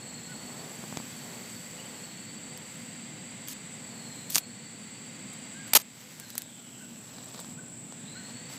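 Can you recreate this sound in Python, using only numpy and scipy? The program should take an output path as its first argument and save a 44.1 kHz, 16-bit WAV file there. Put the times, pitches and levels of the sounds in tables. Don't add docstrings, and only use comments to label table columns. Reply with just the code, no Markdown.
import sys
import numpy as np
from scipy import signal
from scipy.fft import rfft, irfft, next_fast_len
from scipy.io import wavfile
from scipy.ndimage import uniform_filter1d

SR = 44100
rng = np.random.default_rng(int(sys.argv[2]) if len(sys.argv) > 2 else 0)


def unload_audio(sound):
    columns = np.transpose(np.atleast_2d(sound))
    steps = np.round(np.clip(columns, -1, 1) * 32767)
    wavfile.write(sys.argv[1], SR, steps.astype(np.int16))


N = 378378
T = np.arange(N) / SR

# (frequency [Hz], level [dB])
HISS_SPECTRUM = [(300, -26), (1500, 14.5), (4000, 11), (6500, 13), (9000, 6), (13000, 9.5), (15500, 5.5)]


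def match_strokes(attack_s=0.00017, release_t60=0.0064, body_hz=2800):
    # (start [s], length [s], level [dB], low body gain [dB])
    drags = [(3.474, 0.059, -43, -8), (4.3, 0.048, -38.5, -18), (4.347, 0.026, -28.5, -24),
             (4.3745, 0.01, -28, 3), (5.67, 0.022, -52, -20), (5.734, 0.0035, -14, 5),
             (5.7501, 0.023, -14, 5.5), (5.768, 0.053, -37, 3.5)]
    # (frequency [Hz], level [dB])
    grit_spectrum = [(30, -23), (200, -11.5), (500, -3), (1100, 1), (1500, -4), (2500, 2), (7000, 3),
                     (9500, -2), (14500, -3), (16000, -16)]
    grit = grains(rate=5000, spread_db=9.5) + 0.38 * rng.standard_normal(N)
    rasp = unit(matchstick(colour(grit, grit_spectrum), ring=1.0))
    body = filtered(rasp, lambda hz: 1 / (1 + (hz / body_hz) ** 4))
    out, t = np.zeros(N), np.arange(SR // 5) / SR
    for start, length, db, body_db in drags:
        release = amp(db - 60 * np.maximum(t - length, 0) / release_t60)
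        pressure = (1 - np.exp(-t / attack_s)) * release
        span = slice(round(start * SR), round(start * SR) + len(t))
        add(out, start, pressure * (rasp[span] + (amp(body_db) - 1) * body[span]))
    return out


def match_snaps(trim_db=-1, crack_t60=0.0011, crack_db=-5, spray_t60=0.042, spray_db=-23):
    # (time [s], level [dB])
    snaps = [(2.575, -26), (3.485, -19), (4.3048, -15.5), (4.3473, -6.5), (4.357, 1.5), (4.382, -1.5),
             (5.335, -31), (5.735, -1), (5.753, 10.5), (5.7646, 2), (5.7675, -1), (6.199, -14.5),
             (6.3034, -20), (6.3535, -18), (6.3799, -3), (6.420, -15), (7.393, -35), (7.402, -21.5)]
    out, t = np.zeros(N), np.arange(SR // 30) / SR
    for start, db in snaps:
        decay = amp(crack_db - 60 * t / crack_t60) + amp(spray_db - 60 * t / spray_t60)
        burst = rng.standard_normal(len(t)) * decay
        burst[0] = 1
        add(out, start, amp(db + trim_db) * burst / np.abs(burst).max())
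    bright_click = impulse([(40, -36), (200, -30), (1000, -9.0), (2500, -2), (7000, 2.5), (15000, -1.5)])
    return matchstick(signal.fftconvolve(out, bright_click)[:N], ring=0.64)


def matchstick(x, ring):
    # (frequency [Hz], width [Hz], gain [dB])
    modes = [(3240, 130, -9), (4660, 150, -1), (6570, 340, -6), (8600, 270, 0.5), (11300, 680, 0),
             (13200, 870, 6)]

    def resonance(f):
        return sum(amp(db) * 1j * f * width / (hz * hz - f * f + 1j * f * width)
                   for hz, width, db in modes)
    return filtered(x, lambda f: 1 + ring * resonance(f))


def flame(rise_s=0.03, fall_s=0.029, flicker_db=1.2, spurt_db=2.35):
    # (start [s], length [s], fizz level [dB], spit level [dB])
    flares = [(5.916, 0.46, -49.5, -57), (7.1, 0.25, -66, -52.5), (7.355, 0.032, -53, -42),
              (8.206, .1, -59, -55.5), (8.48, 0.077, -49, -50.5)]
    steady_burn = (5.8, 1.71, -54.5, -58.5)
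    # (frequency [Hz], level [dB])
    spit_spectrum = [(100, -32), (450, 6), (900, 4), (2200, -7.5), (4000, 2), (6000, -5.5), (9000, -37),
                     (15000, -23)]
    fizz_power, spit_power = np.zeros(N), np.zeros(N)
    for start, length, fizz_db, spit_db in [steady_burn, *flares]:
        burn = gate(start, length, rise_s, fall_s)
        fizz_power += (amp(fizz_db) * burn) ** 2
        spit_power += (amp(spit_db) * burn) ** 2
    fizz = colour(grains(rate=1600, spread_db=7.0) + rng.standard_normal(N), HISS_SPECTRUM)
    fizz *= amp(flicker_db * wobble(23))
    spit = colour(grains(rate=280, spread_db=3) + 0.47 * rng.standard_normal(N), spit_spectrum)
    spit *= amp(spurt_db * wobble(70))
    return np.sqrt(fizz_power) * fizz + np.sqrt(spit_power) * spit


def taps_and_pops(firm_tap_db=-14, click_growth=1.7, low_cut_hz=140):
    # (time [s], level [dB])
    taps = [(0.839, -24), (.926, -22), (0.972, -16), (1.001, -23.5)]
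    # (time [s], level [dB], pitch [Hz])
    knock_and_pops = [(4.364, -14, 1260), (6.355, -22, 1094), (7.347, -28.5, 776), (7.392, -28.5, 1100),
                      (7.446, -29, 1190), (7.924, -27.5, 710)]
    out = np.zeros(N)
    for start, db in taps:
        click_db = click_growth * (db - firm_tap_db)
        add(out, start, amp(db) * hollow_hit(ring_hz=830, click_db=click_db, thud_db=-3))
    for start, db, hz in knock_and_pops:
        add(out, start, amp(db) * hollow_hit(ring_hz=hz, click_db=-6, thud_db=-11))
    return signal.sosfilt(signal.butter(2, low_cut_hz, 'high', fs=SR, output='sos'), out)


def hollow_hit(ring_hz, click_db, thud_db, scatter=0.49, scatter_t60=0.0051, ring_t60=0.0032,
               thud_hz=210, thud_t60=0.0085):
    # (frequency [Hz], level [dB])
    click_spectrum = [(100, 1), (700, -18), (2000, 2.5), (5000, 8.5), (7000, 3), (10000, -5), (15000, -30)]
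    t = np.arange(SR // 15) / SR
    burst = scatter * rng.standard_normal(len(t)) * amp(-60 * t / scatter_t60)
    burst[0] = 1
    click = signal.fftconvolve(burst, impulse(click_spectrum))[:len(t)]
    ring = np.sin(2 * np.pi * ring_hz * t) * amp(-60 * t / ring_t60)
    thud = np.sin(2 * np.pi * thud_hz * t) * amp(thud_db - 60 * t / thud_t60)
    return amp(click_db) * click / np.abs(click).max() + ring + thud


def clothes():
    # (centre [s], length [s], level [dB])
    rubs = [(0, 0.27, -55), (.58, 0.34, -49.5), (.93, 0.19, -54.5), (1.33, 0.21, -50), (1.88, 0.28, -53),
            (2.53, 0.15, -54), (4.08, .45, -56)]
    # (centre [s], length [s], level [dB])
    swishes = [(1.15, 1.2, -50.5), (2.03, .12, -57), (2.76, .2, -56), (4.13, 0.41, -57.5)]
    # (frequency [Hz], level [dB])
    rub_spectrum = [(100, -19), (400, 5), (800, 3), (1200, -4), (2000, -11.5), (6000, -33)]
    slips = colour(grains(rate=700, spread_db=5) + 1.2 * rng.standard_normal(N), rub_spectrum)
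    return swells(rubs) * slips + swells(swishes) * noise(HISS_SPECTRUM)


def insects(chorus_db=-49.5, flutter_db=1.0, drift=0.003):
    # (frequency [Hz], level [dB])
    trill_spectrum = [(6400, -33), (6900, -8), (7100, -10), (7270, 0.5), (7550, 6), (7850, 7), (8130, 1.5),
                      (8260, -4), (8400, -4), (8600, -22), (9200, -53)]
    # (pitch [Hz], level [dB])
    crickets = [(7080, -62), (7620, -62.5), (7830, -57.5), (8090, -57)]
    out = amp(chorus_db + flutter_db * wobble(90) + 0.4 * wobble(9)) * noise(trill_spectrum)
    for hz, db in crickets:
        gain = amp(db + 0.23 * wobble(2.8))
        out += gain * whistle(hz * (1 + drift * wobble(7)), blur_rate=90, clean=0.77)
    return out


def bird(arch=0.155, echo_db=-7, echo_t60=0.79):
    # (centre [s], length [s], top pitch [Hz], level [dB])
    calls = [(0.31, 0.09, 1500, -49), (1.797, 0.03, 2940, -44), (1.859, 0.034, 3150, -48),
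             (5.602, 0.16, 1630, -50), (6.223, 0.11, 1610, -51.5), (6.824, 0.074, 1537, -48),
             (7.598, 0.057, 1527, -48), (8.19, 0.093, 1543, -46)]
    out = np.zeros(N)
    for centre, length, hz, db in calls:
        position = np.linspace(-1, 1, int(length * SR))
        phase = 2 * np.pi * np.cumsum(hz * (1 - arch * position ** 2)) / SR
        add(out, centre - length / 2, amp(db) * np.cos(np.pi * position / 2) * np.sin(phase))
    out *= 1 + 0.33 * wobble(150)
    t = np.arange(SR // 2) / SR
    trees = rng.standard_normal(len(t)) * amp(-60 * t / echo_t60)
    return out + amp(echo_db) * signal.fftconvolve(out, trees / np.linalg.norm(trees))[:N]


def power_tool(free_hz=4690, blades=9, slow_s=0.42, strain_hz=164, idle_hz=3200, idle_lag_s=0.16):
    # (start [s], length [s], pitch drop if the load lasted [Hz])
    loads = [(-.25, 0.51, 569.3), (1.06, .22, 562), (1.802, .3, 525.5), (3.798, 0.41, 860)]
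    load_sag = sum(drop_hz * gate(start, length, slow_s, fall_s=0.43) for start, length, drop_hz in loads)
    throttle_eased = gate(start=6.17, length=1.65, rise_s=slow_s, fall_s=0.25)
    sag_hz = load_sag + 2270 * throttle_eased
    hz = uniform_filter1d(free_hz - sag_hz, SR // 8) * (1 + 0.00399 * wobble(18))
    speed = hz / free_hz
    strain_db = 10 * (1 - np.exp(-sag_hz / strain_hz))
    lagged_hz = np.interp(T - idle_lag_s, T, hz)
    idle_db = 42 * np.minimum(np.log2(lagged_hz / idle_hz), 0)
    whine_db = -62.5 + 6.0 * np.log2(speed) + strain_db + idle_db
    rasp_share = np.clip(0.1 + 2.8 * (1 - speed), 0, 1)
    smooth = np.sqrt(1 - rasp_share) * whistle(hz, blur_rate=110, clean=0.97)
    raspy = np.sqrt(rasp_share) * whistle(hz, blur_rate=680, clean=0)
    shaft_hz = hz / blades
    hum = amp(-64) * whistle(shaft_hz, blur_rate=40, clean=0.51)
    howl = amp(-61) * whistle(4 * shaft_hz, blur_rate=260, clean=0)
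    effort = amp(11 * np.log2(speed) + 0.27 * wobble(6.0))
    # (frequency [Hz], level [dB])
    air_spectrum = [(300, -50), (700, -2), (1250, -3), (2100, 1.5), (3300, -2), (4600, -4), (5400, -13),
                    (7000, -5), (9000, -13.5), (14000, -40.5)]
    air = amp(-51) * noise(air_spectrum)
    return amp(whine_db) * (smooth + raspy) + effort * (air + hum + howl)


def traffic(rush_db=-47.0, drone_hz=234, drone_db=-58):
    # (frequency [Hz], level [dB])
    road_spectrum = [(25, -40), (60, -21), (85, -17.5), (115, -3), (180, 0), (240, 0.5), (310, -8),
                     (400, -14), (700, -16.5), (1300, -27), (3000, -25), (6000, -29.5), (10000, -39),
                     (15000, -35)]
    waver = 1 + 1.9 * wobble(10)
    hz = drone_hz * (1 + 0.032 * wobble(10))
    drone = unit(waver * np.sin(2 * np.pi * np.cumsum(hz) / SR))
    return amp(rush_db + 0.12 * wobble(8.3)) * noise(road_spectrum) + amp(drone_db) * drone


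def amp(db):
    return 10 ** (np.asarray(db) / 20)


def unit(x):
    return x / np.sqrt(np.mean(x ** 2) + 1e-20)


def wobble(rate, oversample=8):
    knots = signal.resample_poly(rng.standard_normal(int(N * rate / SR) + 4), oversample, 1)
    return np.interp(T * rate * oversample, np.arange(len(knots)), knots)


def filtered(x, response):
    size = next_fast_len(len(x) + SR // 4)
    return irfft(rfft(x, size) * response(np.fft.rfftfreq(size, 1 / SR)), size)[:len(x)]


def gain_at(spectrum, hz):
    f, db = np.transpose(spectrum)
    return amp(np.interp(np.log(hz + 1), np.log(f), db))


def colour(x, spectrum):
    return unit(filtered(x, lambda hz: gain_at(spectrum, hz)))


def noise(spectrum):
    return colour(rng.standard_normal(N), spectrum)


def grains(rate, spread_db):
    hits = (rng.random(N) < rate / SR) * rng.choice([-1, 1], N)
    return unit(hits * amp(spread_db * np.clip(rng.standard_normal(N), -2, 2)))


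def impulse(spectrum, size=1024):
    cepstrum = irfft(np.log(gain_at(spectrum, np.fft.rfftfreq(size, 1 / SR))))
    cepstrum[1:size // 2] *= 2
    cepstrum[size // 2:] = 0
    click = irfft(np.exp(rfft(cepstrum)))
    return click / np.abs(click).max()


def whistle(hz, blur_rate, clean):
    flutter = clean + wobble(blur_rate) + 1j * wobble(blur_rate)
    return unit(np.real(flutter * np.exp(2j * np.pi * np.cumsum(hz) / SR)))


def swells(rows):
    return np.sqrt(sum(amp(db) ** 2 * .5 ** ((2 * (T - centre) / width) ** 2)
                       for centre, width, db in rows))


def gate(start, length, rise_s, fall_s):
    attack = 1 - np.exp(-np.clip(T - start, 0, length) / rise_s)
    return attack * np.exp(-np.maximum(T - start - length, 0) / fall_s)


def add(track, start, sound):
    part = track[round(start * SR):][:len(sound)]
    part += sound[:len(part)]


def scene():
    near = match_strokes() + match_snaps() + taps_and_pops() + flame() + clothes()
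    far = insects() + bird() + power_tool() + traffic()
    return np.tile(near + far, (2, 1))


def gain_control(x, threshold_db=-30, slope=0.42, recovery_db_per_s=4.0, window_s=0.041):
    pole = np.exp(-1 / (window_s * SR))
    level_db = 10 * np.log10(signal.lfilter([1 - pole], [1, -pole], x[0] ** 2) + 1e-12)
    duck_db = slope * np.maximum(level_db - threshold_db, 0)
    held_db = np.maximum.accumulate(duck_db + recovery_db_per_s * T) - recovery_db_per_s * T
    return x * amp(-signal.lfilter([1 - pole], [1, -pole], held_db))


def record(dry, low_cut_hz=30, high_cut_hz=15400):
    low_cut = signal.butter(2, low_cut_hz, 'high', fs=SR, output='sos')
    high_cut = signal.ellip(8, .5, 70, high_cut_hz, fs=SR, output='sos')
    clipped = np.clip(gain_control(dry), -1, 1)
    return signal.sosfilt(high_cut, signal.sosfilt(low_cut, clipped))


dry = scene()
out = record(dry)
unload_audio(out)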